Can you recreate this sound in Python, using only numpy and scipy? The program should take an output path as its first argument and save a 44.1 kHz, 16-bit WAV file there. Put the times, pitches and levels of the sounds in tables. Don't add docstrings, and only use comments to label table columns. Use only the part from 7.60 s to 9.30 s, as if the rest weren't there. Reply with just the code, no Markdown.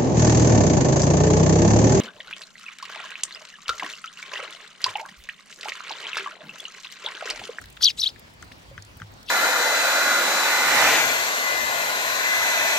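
import sys
import numpy as np
from scipy import signal
from scipy.fft import rfft, irfft
from scipy.io import wavfile
from scipy.ndimage import uniform_filter1d

SR = 44100
rng = np.random.default_rng(int(sys.argv[2]) if len(sys.argv) > 2 else 0)


def dump(signal):
    limited = np.clip(np.atleast_2d(signal).T, -1, 1)
    pcm = np.round(limited * 32767).astype(np.int16)
    wavfile.write(sys.argv[1], SR, pcm)


def amplitude_ratio(level_db):
    exponent = np.asarray(level_db, float) / 20
    return 10 ** exponent


N = 74970

# frequency_hz, density_db
HUM_SPECTRUM = [(55, -0.5), (110, -5), (300, -11), (900, -14.5), (4500, -21.5), (9000, -33.5),
                (15000, -42.5)]
# frequency_hz, correlation (-1 to 1)
HUM_LIKENESS = [(60, 0.86), (200, 0.62), (400, -0.23), (650, -0.067), (1650, -0.53), (5000, 0.22)]
# start_s, peak_db, pitch_hz, t60_s
HOPS = [
    (0.028, -40.5, 55, 0.32),
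    (0.914, -42, 193, 0.041),
    (0.86, -48.5, 106.3, 0.7),
    (1.104, -43, 128, 0.16),
    (1.112, -40, 546, 0.061),
    (1.18, -43, 102, 0.76),
    (1.411, -36, 161, 0.11),
    (1.418, -37.5, 104.8, 0.38),
    (1.5, -45.5, 104.8, 0.45),
]
# start_s, peak_db, pitch_hz
HUSK_TICKS = [(.014, -36.5, 7800), (.022, -36.5, 5400), (0.039, -36.5, 5330), (.057, -37.5, 3670),
              (.057, -43, 11500), (.0857, -41, 4440), (0.1006, -39.5, 9200), (0.1263, -44, 7950),
              (0.168, -35, 3050), (.173, -33, 2920), (0.353, -49, 8700), (.5576, -67, 13000),
              (0.5936, -40, 15800), (0.595, -41, 10000), (0.7377, -48, 11000), (0.824, -37, 6000),
              (.826, -45.5, 3240), (0.843, -52, 12000), (.917, -36, 1980), (.92, -40, 3400),
              (.924, -44, 4540), (0.981, -50, 12000), (1.2224, -34.5, 5370), (1.249, -41, 6900),
              (1.3698, -42.5, 14700), (1.375, -46, 8900), (1.4, -45.5, 8900), (1.418, -42, 3000),
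              (1.519, -50, 14070), (1.538, -45, 6500), (1.629, -38, 5000), (1.629, -48, 12900)]
# start_s, peak_db, pitch_hz
BEAK_KNOCKS = [
    (0.0162, -36.5, 1380),
    (0.04, -37, 1750),
    (0.1708, -34.5, 1560),
    (.209, -33, 1440),
    (0.56, -39, 1800),
    (0.826, -31, 1440),
    (1.1779, -27, 1465),
    (1.3997, -35.5, 1620),
    (1.4179, -26.5, 1430),
]
# pitch_ratio, level_db, t60_s
TRAY_MODES = [
    (1.0, -7.5, 0.0045),
    (1.35, -18, 0.003),
    (2.2, -19, 0.005),
    (4.2, -24.5, 0.003),
]
# frequency_hz, difference_db
PORT_PAN = [(1500, 5.5), (3000, 9), (5500, 2.5), (12000, 0)]
# frequency_hz, lead_rad
PORT_LEAD = [(1000, 0.7), (7400, 0.87), (9000, 1.5)]
# frequency_hz, gain_db
PORT_RESPONSE = [(12300, 1.5), (12900, -9), (15000, 12.5), (15900, 7), (16400, -41.5)]
# delay_s, left_db, right_db
REFLECTIONS = [
    (.0011, -37, -39),
    (.0023, -29.5, -18),
    (.0041, -23.5, -12),
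    (.0068, -30, -37),
]
# multiple, level_db
OVERTONES = [(2, -25.5), (3, -39)]
# frequency_hz, gain_db
BEAK_COLOUR = [(6000, 3.5), (7600, -7.5), (9200, -17), (11500, 10.5), (12800, -22)]

# time_s, pitch_hz, level_db
LOW_ARCH = [(.2305, 2870, -26.5), (.2335, 3495, -16.5), (.235, 3960, -26.5), (.238, 4710, -10.5),
            (.241, 5030, -19.5), (.2432, 5030, -14.5), (.2455, 4620, -20), (.2485, 4020, -21.5),
            (.252, 3230, -25)]
# time_s, pitch_hz, level_db
HIGH_ARCH = [(0.2376, 5530, -38), (.241, 5920, -17.5), (0.2455, 5930, -16.5), (0.2453, 5770, -19.5),
             (.247, 4880, -10.5), (0.2482, 4580, -23), (0.25, 4320, -14.5), (0.251, 4100, -34)]
# time_s, pitch_hz, level_db
HUMP = [(0.2519, 3140, -37), (0.254, 3270, -18), (0.2543, 3870, -19), (0.255, 4500, -16), (.258, 4640, -8),
        (0.2597, 4350, -13.5), (0.26, 3640, -19), (0.2644, 3190, -24.5), (0.2665, 3200, -32)]
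# time_s, pitch_hz, level_db
WARBLE = [(0.2647, 3190, -25), (0.266, 3470, -19.5), (0.2671, 4000, -16), (0.269, 4090, -12.5),
          (0.2699, 3964, -11.5), (0.2716, 3280, -29), (0.2735, 3460, -19), (.2745, 4060, -20),
          (0.2761, 3750, -24)]
# time_s, pitch_hz, level_db
GLIDE = [(0.2765, 3800, -12), (0.278, 3400, -15), (0.2797, 3340, -23.5), (0.284, 3230, -16),
         (0.288, 3100, -22), (0.287, 3050, -41)]
# time_s, pitch_hz, level_db
SAG = [(0.2876, 2770, -27), (0.29, 2940, -30), (0.294, 2880, -33.5), (0.3002, 2820, -31),
       (0.3028, 2520, -37), (0.305, 2400, -26.5), (0.3055, 2300, -39)]
# time_s, pitch_hz, level_db
WIDE_ARCH = [(0.385, 3725, -37.5), (.392, 3940, -33), (0.396, 4070, -26.5), (.3995, 4550, -26.5),
             (0.4039, 5580, -26), (0.4097, 6060, -31.5), (0.4151, 5350, -27), (.419, 4040, -23.5),
             (0.4238, 3420, -28)]
# time_s, pitch_hz, level_db
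PLATEAU = [(0.4268, 2900, -43), (.4295, 3260, -27), (0.432, 4060, -24.5), (0.438, 3630, -15),
           (0.4389, 3866, -18), (0.441, 4130, -21), (0.4438, 3640, -19.5), (0.446, 3000, -44)]
# time_s, pitch_hz, level_db
RISE = [(0.457, 3050, -36), (0.4598, 3060, -28), (0.46, 3200, -22), (0.4653, 3230, -21.5),
        (.467, 3410, -25.5), (0.474, 3870, -19), (.477, 4170, -28), (.481, 4330, -22.5), (0.482, 4150, -36)]
# time_s, pitch_hz, level_db
PEEP = [(.494, 4940, -49), (.502, 5020, -44), (0.505, 4880, -48)]
# time_s, pitch_hz, level_db
THIRD_LOW = [(1.684, 2580, -43), (1.688, 2685, -43), (1.6915, 2950, -49), (1.695, 3170, -34.5),
             (1.6975, 3630, -32.5), (1.7, 4400, -31)]
# time_s, pitch_hz, level_db
THIRD_HIGH = [(1.682, 4150, -50), (1.685, 4020, -53), (1.692, 4120, -45.5), (1.697, 4180, -37),
              (1.7, 4680, -29)]
# time_s, centre_hz, level_db
BREATH_1 = [(.204, 4000, -53), (.217, 4400, -37), (.228, 5200, -22), (.234, 6200, -37.5),
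            (.25, 5200, -27.5), (.275, 4770, -47.5), (.297, 4600, -31.5), (.311, 4300, -36),
            (.324, 3700, -60)]
# time_s, centre_hz, level_db
BREATH_2 = [(.37, 3700, -65), (0.377, 3670, -43.5), (.4, 4200, -43.5), (.424, 5060, -39),
            (.452, 4000, -34.5), (.47, 5040, -50.5), (0.489, 3820, -37.5), (.503, 4420, -51),
            (.52, 3900, -68)]
# time_s, centre_hz, level_db
BREATH_3 = [(1.659, 5050, -66), (1.665, 5300, -55), (1.676, 3400, -55), (1.689, 3600, -38),
            (1.694, 5300, -40.5), (1.7, 5660, -39)]
# time_s, centre_hz, level_db
CLAW_SCRAPE = [(.914, 2200, -60), (0.921, 2400, -49.5), (0.936, 4200, -69)]
# time_s, centre_hz, level_db
WHEEZE = [(0.365, 7530, -61), (.38, 7200, -50.5), (.393, 7560, -43.5), (0.401, 7420, -49)]


def evened(x):
    return x / np.sqrt(np.mean(x ** 2) + 1e-20)


def read(points, hz):
    f, value = np.transpose(points)
    return np.interp(np.log(hz + 1), np.log(f + 1), value)


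def add(mix, start_s, sound):
    part = mix[..., round(start_s * SR):][..., :sound.shape[-1]]
    part += sound[..., :part.shape[-1]]


def chance(t, size):
    x = rng.standard_normal(4000 + len(t) // 4000 * 4000)
    smooth = uniform_filter1d(uniform_filter1d(x, size=size), size=size)
    return evened(smooth)[:len(t)]


def resonate(x, hz, *widths_hz):
    turn = np.exp(2j * np.pi * np.cumsum(hz * np.ones(len(x))) / SR)
    for width in widths_hz:
        r = np.exp(-np.pi * width / SR)
        x = 2 * (turn * signal.lfilter([1 - r], [1, -r], x / turn)).real
    return x


def ports(x):
    x = np.pad(x, (0, 2000), "reflect")
    hz = np.fft.rfftfreq(len(x), 1 / SR)
    half = amplitude_ratio(read(PORT_PAN, hz) / 2) * np.exp(1j * read(PORT_LEAD, hz) / 2)
    z = rfft(x) / abs(half + 1 / half).clip(.7) * 2
    return irfft(np.array([z * half, z / half]), len(x))[:, :N]


def city_hum(level_db=-49.5, patchy_db=2.0, flicker_db=1.3):
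    frames, hz = N // 256 + 5, np.fft.rfftfreq(1024, 1 / SR)
    a, b, c, d, patches = rng.standard_normal((frames, 513, 5)).T
    patches = uniform_filter1d(uniform_filter1d(patches, size=16, axis=0), size=10, axis=1)
    flicker = evened(uniform_filter1d(rng.standard_normal(frames), size=2))
    same = np.clip(read(HUM_LIKENESS, hz), -1, 1)[:, None]
    left = a + 1j * b
    right = same * left + np.sqrt(1 - same ** 2) * (c + 1j * d)
    treble = np.clip(hz / 8000, 0, 1.5)[:, None]
    gain_db = read(HUM_SPECTRUM, hz)[:, None] + patchy_db * evened(patches) + flicker_db * flicker * treble
    z = np.array([left, right]) * amplitude_ratio(gain_db)
    return amplitude_ratio(level_db) * evened(signal.istft(z, nperseg=1024, noverlap=768)[1][:, :N])


def hop(peak_db, pitch_hz, t60_s, rise_s=0.0022):
    t = np.arange(0, .3, 1 / SR)
    envelope = amplitude_ratio(peak_db - 60 * t / t60_s) * np.clip(t / rise_s, 0, 1)
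    return envelope * np.sin(2 * np.pi * (pitch_hz * t + rng.random()))


def husk_tick(peak_db, pitch_hz, t60_s=0.018, narrow=0.58):
    t = np.arange(0, .015, 1 / SR)
    noise = rng.standard_normal((3, len(t)))
    width = narrow * pitch_hz
    snap = np.array([resonate(w, pitch_hz, width, width) for w in noise[0] + 1.5 * noise[1:]])
    snap = snap * amplitude_ratio(-60 * t / t60_s) * np.clip(t / 0.00064, 0, 1)
    return amplitude_ratio(peak_db) * snap / abs(snap).max()


def beak_knock(peak_db, pitch_hz, rise_s=0.0024, rattle_db=-21, rattle_t60_s=0.057):
    t = np.arange(0, .04, 1 / SR)
    late = np.maximum(t - rise_s, 0)
    ring = 0
    for ratio, db, t60_s in TRAY_MODES:
        phase = 2 * np.pi * pitch_hz * ratio * (t - rise_s) + 1.24 * ratio
        ring = ring + amplitude_ratio(db - 60 * late / t60_s) * np.sin(phase)
    seed = resonate(chance(t, size=1), pitch_hz, 630, 870)
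    seed = seed + 0.065 * resonate(chance(t, size=1), 2.3 * pitch_hz, 2300, 2200)
    rattle = amplitude_ratio(rattle_db - 60 * late / rattle_t60_s) * evened(seed)
    blow = (ring + rattle) * np.clip(t / rise_s, 0, 1) ** 0.92
    return amplitude_ratio(peak_db) * blow / abs(blow).max()


def controls(rows):
    s, hz, db = np.transpose(rows)
    t = np.arange(s[0], s[-1], 1 / SR)
    pitch = uniform_filter1d(np.interp(t, s, hz), size=31)
    return t, pitch, amplitude_ratio(uniform_filter1d(np.interp(t, s, db), size=31))


def rasp(rows, width_hz=700, wander=0.078, hiss_db=-15, ratios=(.84, 1.0, 1.17)):
    t, hz, gain = controls(rows)
    streaks = 0
    for ratio in ratios:
        centre = hz * ratio * (1 + wander * chance(t, size=260))
        streaks = streaks + resonate(chance(t, size=1), centre, width_hz, width_hz)
    broad = resonate(chance(t, size=2), hz, 3800, 2100)
    hiss = resonate(chance(t, size=1), 11200, 2300, 2300, 3060)
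    hiss = amplitude_ratio(hiss_db - 63.0 * (t - t[0])) * evened(hiss)
    return gain * (evened(streaks) + 0.54 * evened(broad) + hiss)


def whistle(rows, flutter_db=1.72, waver=0.0093, fray_db=4):
    t, hz, gain = controls(rows)
    turn = 2 * np.pi * np.cumsum(hz * (1 + waver * chance(t, size=40))) / SR
    tone = np.sin(turn)
    for k, db in OVERTONES:
        level = amplitude_ratio(db + read(BEAK_COLOUR, k * hz) + fray_db * chance(t, size=24))
        tone = tone + level * np.sin(k * turn + 0.23 * chance(t, size=14))
    edge = np.clip(np.minimum(t - t[0], t[-1] - t) / 0.00092, 0, 1)
    return np.sqrt(2) * tone * gain * edge * amplitude_ratio(flutter_db * chance(t, size=36))


def sparrow():
    voice = np.zeros(N)
    for rows in (LOW_ARCH, HIGH_ARCH, HUMP, WARBLE, GLIDE, SAG, WIDE_ARCH, PLATEAU, RISE, PEEP,
                 THIRD_LOW, THIRD_HIGH):
        add(voice, rows[0][0], whistle(rows))
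    for rows in (BREATH_1, BREATH_2, BREATH_3, CLAW_SCRAPE):
        add(voice, rows[0][0], rasp(rows))
    wheeze = rasp(WHEEZE, width_hz=390, wander=0.024, hiss_db=-11.5, ratios=(.93, 1.04))
    add(voice, WHEEZE[0][0], wheeze)
    out = ports(voice)
    for delay_s, left_db, right_db in REFLECTIONS:
        add(out, delay_s, voice * amplitude_ratio(np.array([[left_db], [right_db]])))
    return out


def scene():
    mix, tray = city_hum(), np.zeros(N)
    for start_s, *row in HOPS:
        add(mix, start_s, hop(*row))
    for start_s, *row in HUSK_TICKS:
        add(mix, start_s, husk_tick(*row))
    for start_s, *row in BEAK_KNOCKS:
        add(tray, start_s - .0004, beak_knock(*row))
    return mix + ports(tray) + sparrow()


def low_pass(x):
    return signal.sosfilt(signal.butter(12, 17090, fs=SR, output="sos"), x)


def record(dry):
    power_db = 10 * np.log10(abs(uniform_filter1d((dry ** 2).mean(0), size=900)) + 1e-12)
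    fall_db = np.arange(N) * 113.0 / SR
    held_db = np.maximum.accumulate(power_db + fall_db) - fall_db
    over_db = np.maximum(held_db + 36.0, 0)
    low = signal.sosfiltfilt(signal.butter(2, 1500, fs=SR, output="sos"), dry)
    cut = dry - low + low / amplitude_ratio(0.19 * uniform_filter1d(over_db, size=900))
    cut = signal.sosfilt(signal.butter(4, 44, "high", fs=SR, output="sos"), cut)
    cut = np.pad(cut, ((0, 0), (0, N)), "symmetric")
    response = amplitude_ratio(read(PORT_RESPONSE, np.fft.rfftfreq(2 * N, 1 / SR)))
    return low_pass(irfft(rfft(cut) * response)[:, :N])


dry = scene()
out = record(dry)
dump(out)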